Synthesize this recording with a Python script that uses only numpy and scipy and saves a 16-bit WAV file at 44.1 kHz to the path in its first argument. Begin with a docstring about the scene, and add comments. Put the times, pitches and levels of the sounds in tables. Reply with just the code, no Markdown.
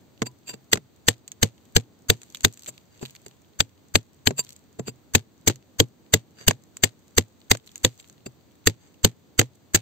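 """Sharp, gritty stabs and thumps: a pointed steel rod driven repeatedly into stony soil, close by, outdoors.
Each blow scrapes through loose grit, crushes stone, thumps the ground and throws dirt.
Crumbs trickle back and pebbles click. Between bouts the tip taps and drags, ringing the rod.
Quiet air and a low rumble lie underneath. The recorder's gain ducks after each blow."""
import sys
import numpy as np
from scipy import signal
from scipy.fft import rfft, irfft, next_fast_len
from scipy.io import wavfile
from scipy.ndimage import uniform_filter1d, minimum_filter1d

SR = 44100
rng = np.random.default_rng(int(sys.argv[2]) if len(sys.argv) > 2 else 0)


def dump(signal):
    """Clip the signal to [-1, 1] and save it as 16-bit WAV at the path in sys.argv[1]."""
    limited = np.clip(np.atleast_2d(signal).T, -1, 1)
    pcm = np.round(limited * 32767).astype(np.int16)
    wavfile.write(sys.argv[1], SR, pcm)


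N = 432621
T = np.arange(-SR // 9, SR // 7) / SR  # time around one contact, s
LEFT_RIGHT = np.array([[1], [-1]])

# Table levels are relative.
# tip slides: t/s, ring/dB, half length/s, treble/dB, knock/dB
SLIDES = [(0.268, -35.5, 0.0086, -3, -44), (.495, -32.5, 0.018, -3.5, -45), (0.539, -46, .0069, -8, -41),
          (2.687, -33, 0.0096, 11.5, -44), (2.957, -61, 0.041, -8, -69), (3.029, -44, .012, 3, -32),
          (3.264, -47, 0.0025, 7.5, -45), (4.393, -19, .015, 2.5, -39.5), (4.796, -44.5, .0053, 14, -29.5),
          (4.882, -34.5, 0.014, -4, -32.5), (6.413, -45.5, 0.035, -11, -49.5), (8.0, -49, 0.012, 16.5, -71),
          (8.265, -40.5, 0.0053, -1.5, -37), (8.841, -59, 0.0548, -5.5, -71.5)]
# spectra of breaking stone, clods, dirt and crumbs: f/Hz, level/dB
STONE_SPECTRUM = [(200, -18.5), (600, -1), (900, -1), (1200, -6.5), (1750, 2.5), (2400, -0.5), (3400, 3),
                  (4700, 1.5), (6300, 0), (7700, 1), (8500, -4.5), (12000, -12.5), (15500, -8.5)]
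CLOD_SPECTRUM = [(40, -19), (130, 1.5), (430, 1.5), (620, -12), (950, -17), (1500, -30), (4000, -60.5)]
DIRT_SPECTRUM = [(200, -8), (600, 6), (1100, -5.5), (1800, -0.5), (3800, 1.5), (5000, 0), (7600, -1.5),
                 (9000, -8.5), (12000, -14), (15500, -21.5)]
CRUMB_SPECTRUM = [(400, -22.5), (1500, -5.5), (4000, 0), (5500, -2), (7500, 2.5), (9000, -6), (15000, -11)]


def amp(db):
    """Decibels to gain."""
    return 10 ** (np.asarray(db) / 20)


def unit(x):
    """Scale to rms 1."""
    return x / np.sqrt(np.mean(x ** 2) + 1e-20)


def burst(x):
    """Scale to the energy of 20 ms at rms 1."""
    return x / np.sqrt(np.mean(np.sum(x ** 2, axis=-1)) / (SR / 50) + 1e-20)


def curve(points, t_s):
    """Interpolate (t/s, value) points."""
    return np.interp(t_s, *np.transpose(points))


def shape(points):
    """Response through (f/Hz, level/dB) points."""
    f, db = np.transpose(points)
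    return lambda hz: amp(np.interp(np.log(hz + 1), np.log(f), db))


def peak(f, hz, width_hz):
    """One causal resonance."""
    return 1j * f * width_hz / (hz * hz - f * f + 1j * f * width_hz)


def shelf(f, db):
    """Treble shelf at 5.7 kHz."""
    return amp(db * (1 + np.tanh((f - 5700) / 1000)) / 2)


def filtered(x, response):
    """Apply a frequency response."""
    n = x.shape[-1]
    padded = next_fast_len(n + 2048)
    return irfft(rfft(x, padded) * response(np.fft.rfftfreq(padded, 1 / SR)), padded)[..., :n]


def pair(size, alike):
    """Stereo noise with correlation alike."""
    shared = rng.standard_normal(size)
    return np.sqrt(alike) * shared + np.sqrt(1 - alike) * rng.standard_normal((2, size))


def grit(size, rate_hz, spread_db):
    """Stereo noise in grains of random strength."""
    knots = rng.standard_normal(int(size * rate_hz / SR) + 2).clip(-2.5, 2.5)
    strength = np.interp(np.arange(size) * rate_hz / SR, np.arange(len(knots)), knots)
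    return unit(rng.standard_normal((2, size)) * amp(spread_db * strength))


def decay(t60_s, attack_s, delay_s=0):
    """Impact envelope."""
    t = np.maximum(T - delay_s, 0)
    return (1 - np.exp(-t / attack_s)) * amp(-60 * t / t60_s)


def add(track, t_s, sound, pan_db=0):
    """Mix in a contact at t_s; pan is left minus right."""
    start = round((t_s + T[0]) * SR)
    part = (sound * amp(LEFT_RIGHT * pan_db / 2))[:, max(-start, 0):N - start]
    track[:, max(start, 0):][:, :part.shape[1]] += part


def air():
    """Quiet outdoor air; a low rumble comes and goes."""
    # air spectrum: f/Hz, level/dB
    air_spectrum = [(20, -33.5), (50, -17.5), (90, 2), (170, -4), (310, -6), (500, -12.5), (800, -16),
                    (1400, -21.5), (2800, -25), (4200, -23), (7800, -27), (12000, -34.5), (15500, -28)]
    # rumble of the surroundings: t/s, level/dB
    rumble_levels = [(0.0, -61), (0.52, -67), (1.96, -60.5), (2.95, -67.5), (6.52, -61), (6.82, -63),
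                     (8.38, -66.5), (9.36, -62.5), (9.8, -65.5)]
    rumble = unit(filtered(pair(N, alike=0.71), lambda f: peak(f, 230, 280) ** 2))
    steady = unit(filtered(pair(N, alike=0.15), shape(air_spectrum)))
    rumble_db = curve(rumble_levels, np.arange(N) / SR) + 2.5
    return amp(-57.5) * steady + amp(rumble_db) * rumble


def soil_flow():
    """Envelope of running soil: spills swell, hold and die away over a steady creep."""
    # spills into the hole: t/s, level/dB, length/s
    spills = [(1.452, -65, .25), (2.15, -56.5, 0.59), (3.039, -50, 0.027), (3.18, -63, 0.15),
              (4.439, -54, 0.052), (6.499, -67, 0.98), (7.676, -56.5, 0.37)]
    rise_s, fall_s, creep_db = .04, .08, -74
    t = np.arange(N) / SR
    flow = amp(creep_db)
    for t_s, db, length_s in spills:
        envelope = np.exp(np.minimum(t - t_s, 0) / rise_s - np.maximum(t - t_s - length_s, 0) / fall_s)
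        flow = np.maximum(flow, amp(db) * envelope)
    return flow


def trickle():
    """Fine soil runs back as a thin hiss; crumbs of three sizes tick in it."""
    sand = unit(filtered(grit(N, rate_hz=1100, spread_db=4.5), shape(CRUMB_SPECTRUM)))
    count, contact_s = 190, .0013
    crumbs = 0
    for hz in (3300, 6500, 7600):
        when, strength = rng.random((2, count))
        landings = np.bincount((when * N).astype(int), amp(24 * strength ** 2), N)
        envelope = signal.lfilter([1], [1, -np.exp(-1 / (contact_s * SR))], landings)
        ticks = envelope * rng.standard_normal((2, N))
        crumbs += unit(signal.lfilter(*signal.iirpeak(hz, Q=2, fs=SR), ticks))
    return soil_flow() * (amp(-4) * sand + amp(1.5) * unit(crumbs))


def pebbles():
    """Each pebble lands with a click and one broad resonance."""
    # landings: t/s, level/dB, f/Hz
    landings = [(1.278, -26.5, 7580), (1.3173, -25, 6350), (2.2165, -34.5, 7480), (2.2318, -32.5, 7700),
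                (2.347, -22, 3650), (2.37, -32, 6400), (2.4067, -29.5, 7320), (2.5733, -35, 7570),
                (2.661, -30, 7440), (3.0588, -28, 3300), (3.1507, -36, 2430), (4.563, -36.5, 7540),
                (5.5578, -34.5, 6700), (6.7688, -25.5, 7530), (7.5707, -30, 7560), (7.674, -34, 3840),
                (7.7569, -24, 6650), (8.0972, -37.5, 6610)]
    envelope = decay(.006, attack_s=.0002) + amp(-16) * decay(0.036, attack_s=.001)
    track = np.zeros((2, N))
    for t_s, db, hz in landings:
        contact = envelope * pair(len(T), alike=0.067)
        click = filtered(contact, lambda f: shape(CRUMB_SPECTRUM)(f) * (1 + 1.6 * peak(f, hz, 900)))
        add(track, t_s + .0005, amp(db - 14) * burst(click))
    return track


def rod(force, free, treble_db=0):
    """The rod rings under a rough force; a buried tip favours other modes than a free one."""
    # rod modes: f/Hz, width/Hz, buried level/dB, free level/dB
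    modes = [(990, 19, -21.5, 0), (1630, 330, -8, -19), (2110, 130, -11.5, -32), (2700, 130, -18, -1),
             (2870, 99, -13.5, -28), (3660, 250, -20, -15), (4696, 70, 1, 6.5), (6360, 90, 0.5, -16),
             (6570, 330, -4.5, -8), (7370, 60, -16.5, 10), (7500, 70, 0, 6), (7500, 46, 1.5, -6.5),
             (7830, 53, -3, -2.5), (8440, 55, -10, -19.5), (10200, 64, -20, 5.5), (11620, 54, -6.5, -21.5),
             (12210, 86, -15.5, -16), (12600, 140, -19.5, -20.5), (14300, 100, -20, -7)]

    def response(f):
        return sum(amp(free_db if free else buried_db) * peak(f, hz, width_hz)
                   for hz, width_hz, buried_db, free_db in modes)
    return burst(filtered(force, lambda f: response(f) * shelf(f, treble_db)))


def knock(clod_db, clod_t60_s):
    """Short ground modes, different at each spot, plus dull noise of breaking clods."""
    # ground modes: f/Hz, level/dB, t60/s
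    modes = [(151, -4, .1), (193.5, 1, 0.046), (238.4, -3.5, 0.085), (325, -2, 0.051), (430.2, 3.5, 0.05),
             (495, -5, 0.039), (790, -12.5, 0.044)]
    ring = 0
    for hz, db, t60_s in modes:
        detune, level, offset, lag = rng.standard_normal(4)
        phase = 2 * np.pi * hz * np.exp(.06 * detune) * T + np.pi * offset + 0.38 * lag * LEFT_RIGHT
        ring += amp(db + 0.5 * level) * np.sin(phase) * decay(t60_s, attack_s=0.00083)
    breaking = pair(len(T), alike=0.23) * decay(clod_t60_s, attack_s=0.00029)
    clods = filtered(breaking, shape(CLOD_SPECTRUM))
    return burst(burst(ring) + amp(clod_db) * burst(clods))


def thud(hz, glide_hz, t60_s):
    """Packed soil bounces, stiffening as the rod comes to rest."""
    pitch_hz = hz * np.exp(.04 * rng.standard_normal()) + glide_hz * np.clip(T / .05, 0, 1)
    phase = 2 * np.pi * np.cumsum(pitch_hz * (T > 0)) / SR + 2 * np.pi * hz * np.minimum(T, 0)
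    return burst(np.cos(phase + .25 * LEFT_RIGHT) * decay(t60_s, attack_s=0.0038, delay_s=-0.00042))


def scrapes():
    """Grit catches on the sliding tip, rasps, grinds the ground and rings the rod."""
    buried_half_s = .025  # longer slides plough with a buried tip
    track = np.zeros((2, N))
    for t_s, ring_db, half_s, treble_db, knock_db in SLIDES:
        force = np.exp(-(T / half_s) ** 2) * grit(len(T), rate_hz=900, spread_db=4.5)
        rasp_db = -26 + 0.54 * ring_db  # grows more slowly than the ring
        rasp = amp(rasp_db) * burst(filtered(force, shape(DIRT_SPECTRUM)))
        grind = amp(knock_db - 8) * burst(filtered(force, shape(CLOD_SPECTRUM)))
        ring = amp(ring_db) * rod(force, free=half_s < buried_half_s, treble_db=treble_db)
        add(track, t_s, ring + rasp + grind)
    return track


def taps():
    """Light contacts, including each slide's touchdown: a dry crack over a small knock and thud."""
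    # tip set down or rebounding: t/s, crack/dB, knock/dB
    contacts = [(.2202, -25.5, -23.5), (.227, -33, -33.5), (.757, -33, -32.5), (.774, -37, -37),
                (4.308, -34.5, -28), (5.499, -29, -25.5), (6.51, -22, -30.5), (7.551, -34, -43.5),
                (9.415, -25, -27)]
    # crack spectrum: f/Hz, level/dB
    crack_spectrum = [(200, -6.5), (600, 8.5), (1100, -1), (1800, 1.5), (3500, -8), (5000, -6.5),
                      (7500, -4), (9000, -20), (15000, -26.5)]
    touchdowns = [(t_s, (ring_db + knock_db) / 2 - 5, knock_db)
                  for t_s, ring_db, _, _, knock_db in SLIDES]
    track = np.zeros((2, N))
    for t_s, crack_db, knock_db in list(contacts) + touchdowns:
        force = decay(0.017, attack_s=0.00027) * grit(len(T), rate_hz=1300, spread_db=3.5)
        crack = amp(crack_db) * burst(filtered(force, shape(crack_spectrum)))
        add(track, t_s - .001, crack + amp(knock_db) * knock(clod_db=-1.5, clod_t60_s=.06))
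        add(track, t_s + .002, amp(knock_db - 7) * thud(hz=122, glide_hz=10, t60_s=0.19))
    return track


def entry(lead_s, rise_s):
    """The tip cuts through loose grit before impact: the rod sings, then rasp takes over."""
    approach = np.exp(np.minimum(T + 0.0042, 0) / rise_s) * (T > -lead_s) * (T < 0)
    ring = rod(approach * grit(len(T), rate_hz=770, spread_db=2.5), free=False)
    rasp = filtered(approach ** 3 * grit(len(T), rate_hz=2700, spread_db=2), shape(STONE_SPECTRUM))
    return ring + burst(rasp)


def dirt_spray():
    """Thrown dirt: a grainy hiss just after impact."""
    thrown = decay(.11, attack_s=.004, delay_s=.004) * grit(len(T), rate_hz=500, spread_db=5.5)
    return burst(filtered(thrown, shape(DIRT_SPECTRUM)))


def push(width_s):
    """One pressure swing as the rod is stopped, unequal left and right."""
    u = (T + .002) / width_s
    skew = rng.choice([-1, 1]) * LEFT_RIGHT
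    return burst((u + skew) * np.exp(-u * u / 2))


def crush(length_s, stone_hz, treble_db):
    """Stone gives way in dense cracks that ring the rod; the struck piece clinks."""
    rise_s, fall_s, sag_db = 0.00083, 0.0018, 5.5
    t = T + 0.36 * length_s
    building = np.exp(np.minimum(t, 0) / rise_s)
    yielding = amp(-sag_db * np.clip(t / length_s, 0, 1)) * np.exp(-np.maximum(t - length_s, 0) / fall_s)
    cracks = building * yielding * grit(len(T), rate_hz=1300, spread_db=1.5)
    crunch = burst(filtered(cracks, lambda f: shape(STONE_SPECTRUM)(f) * shelf(f, treble_db)))
    phase = 2 * np.pi * (stone_hz * T + rng.random()) + .7 * LEFT_RIGHT
    clink = burst(np.sin(phase) * decay(0.015, attack_s=0.0013, delay_s=-length_s / 3))
    clink_db = -4 - 1000 * length_s  # slow crumbling clinks less
    return burst(crunch + amp(clink_db) * clink + amp(-11) * rod(cracks, free=False))


def blows():
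    """Full strokes: rising scrape, crushed stone, thrown dirt, the ground's knock and thud."""
    # strokes: t/s, crush/dB, crush length/s, stone f/Hz, soil looseness/0-1, ground/dB, push/dB
    strokes = [(0.7327, -12, .0045, 1960, 0.53, -26, -38.5), (1.086, -11, .0038, 1814, 0.67, -22.5, -25),
               (1.4314, -14, 0.0049, 3010, 0.65, -19.5, -23),
               (1.7663, -11.5, 0.0043, 1676, 0.6, -19.5, -14.5),
               (2.1017, -11, 0.0028, 3550, 0.48, -20, -21), (2.4496, -10, 0.0037, 3616, 0.6, -22, -22),
               (3.6061, -14, 0.0033, 3195, 0.05, -30.5, -25),
               (3.9565, -12, 0.0038, 1637, 0.14, -22.5, -18.5),
               (4.2733, -14, 0.0028, 3024, 0.08, -22.5, -29), (5.153, -10.5, 0.0057, 2650, 0.6, -19.5, -23),
               (5.4793, -12.5, 0.0089, 2220, .95, -20.5, -25),
               (5.8022, -11.5, 0.0024, 3230, 0.35, -17, -26), (6.1401, -10.5, 0.0041, 2037, 0.76, -19, -28),
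               (6.4828, -10.5, 0.0034, 2875, 0.9, -19, -17), (6.8393, -12, 0.0073, 1850, 0.64, -24.5, -28),
               (7.1825, -11.5, 0.0038, 2010, 0.74, -19.5, -19.5),
               (7.5155, -10, 0.0033, 2030, 0.58, -22, -19.5),
               (7.8492, -12.5, 0.0035, 3500, 0.67, -20.5, -25),
               (8.674, -11.5, 0.0041, 1822, 0.67, -19.5, -20), (9.0486, -11, 0.005, 2920, 0.74, -18, -17),
               (9.3952, -11, 0.0044, 2050, 0.83, -19.5, -21.5),
               (9.7517, -11.5, 0.014, 2060, 0.9, -22.5, -30)]
    # tip position: t/s, left minus right/dB
    tip_pan = [(.7, 1.5), (2.1, 2.3), (2.45, 4), (3.95, 2), (4.27, 7), (5.15, 2.4), (7.1, 2.7),
               (7.85, -0.5), (8.7, -1.1)]
    track = np.zeros((2, N))
    for t_s, crush_db, length_s, stone_hz, looseness, ground_db, push_db in strokes:
        # looser soil crunches brighter and throws more dirt
        treble_db = np.interp(looseness, (0, 1), (-11.5, 6.5))
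        spray_db = np.interp(looseness, (0, 1), (-45.5, -29.5))
        scrape = amp(crush_db - 14.5) * entry(lead_s=0.017, rise_s=0.007)
        stone = amp(crush_db) * crush(length_s, stone_hz, treble_db)
        add(track, t_s, scrape + stone + amp(spray_db) * dirt_spray(), curve(tip_pan, t_s))
        # the knock starts as the stone gives way
        add(track, t_s - length_s / 2, amp(ground_db + 2) * knock(clod_db=-3, clod_t60_s=.08))
        bounce = amp(ground_db - 2) * thud(hz=90.7, glide_hz=27.1, t60_s=0.12)
        add(track, t_s, bounce + amp(push_db) * push(width_s=0.0029))
    return track


def scene():
    """All sources, close by in the open."""
    return blows() + taps() + scrapes() + pebbles() + trickle() + air()


def gain_control(x, threshold_db, depth_db, hold_s, release_s):
    """Loud peaks turn the gain down briefly."""
    hold, glide = int(hold_s * SR) | 1, int(release_s * SR) | 1
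    level = np.abs(x).max(axis=0)
    held = -minimum_filter1d(-level, hold, origin=hold // 2)
    drive = held ** 2 / (held ** 2 + amp(threshold_db) ** 2)
    cut = uniform_filter1d(drive, glide, origin=glide // 2)
    return x * amp(-depth_db * cut)


def record(dry):
    """Microphone colour, gain control, soft clipping, band limit."""
    # microphone response: f/Hz, level/dB
    microphone = [(4750, -1), (4950, -6.5), (5400, -8), (6100, 0), (8300, -0.5), (9000, -12.5),
                  (10000, -25), (11250, -19), (11650, 0.5)]
    ceiling, top_hz = .97, 15700
    x = filtered(dry, shape(microphone))
    x = gain_control(x, threshold_db=-6, depth_db=1.5, hold_s=0.16, release_s=0.087)
    x = x / (1 + np.abs(x / ceiling) ** 6) ** (1 / 6)
    return filtered(x, lambda hz: (1 - np.tanh((hz - top_hz) / 170)) / 2)


dry = scene()
out = record(dry)
dump(out)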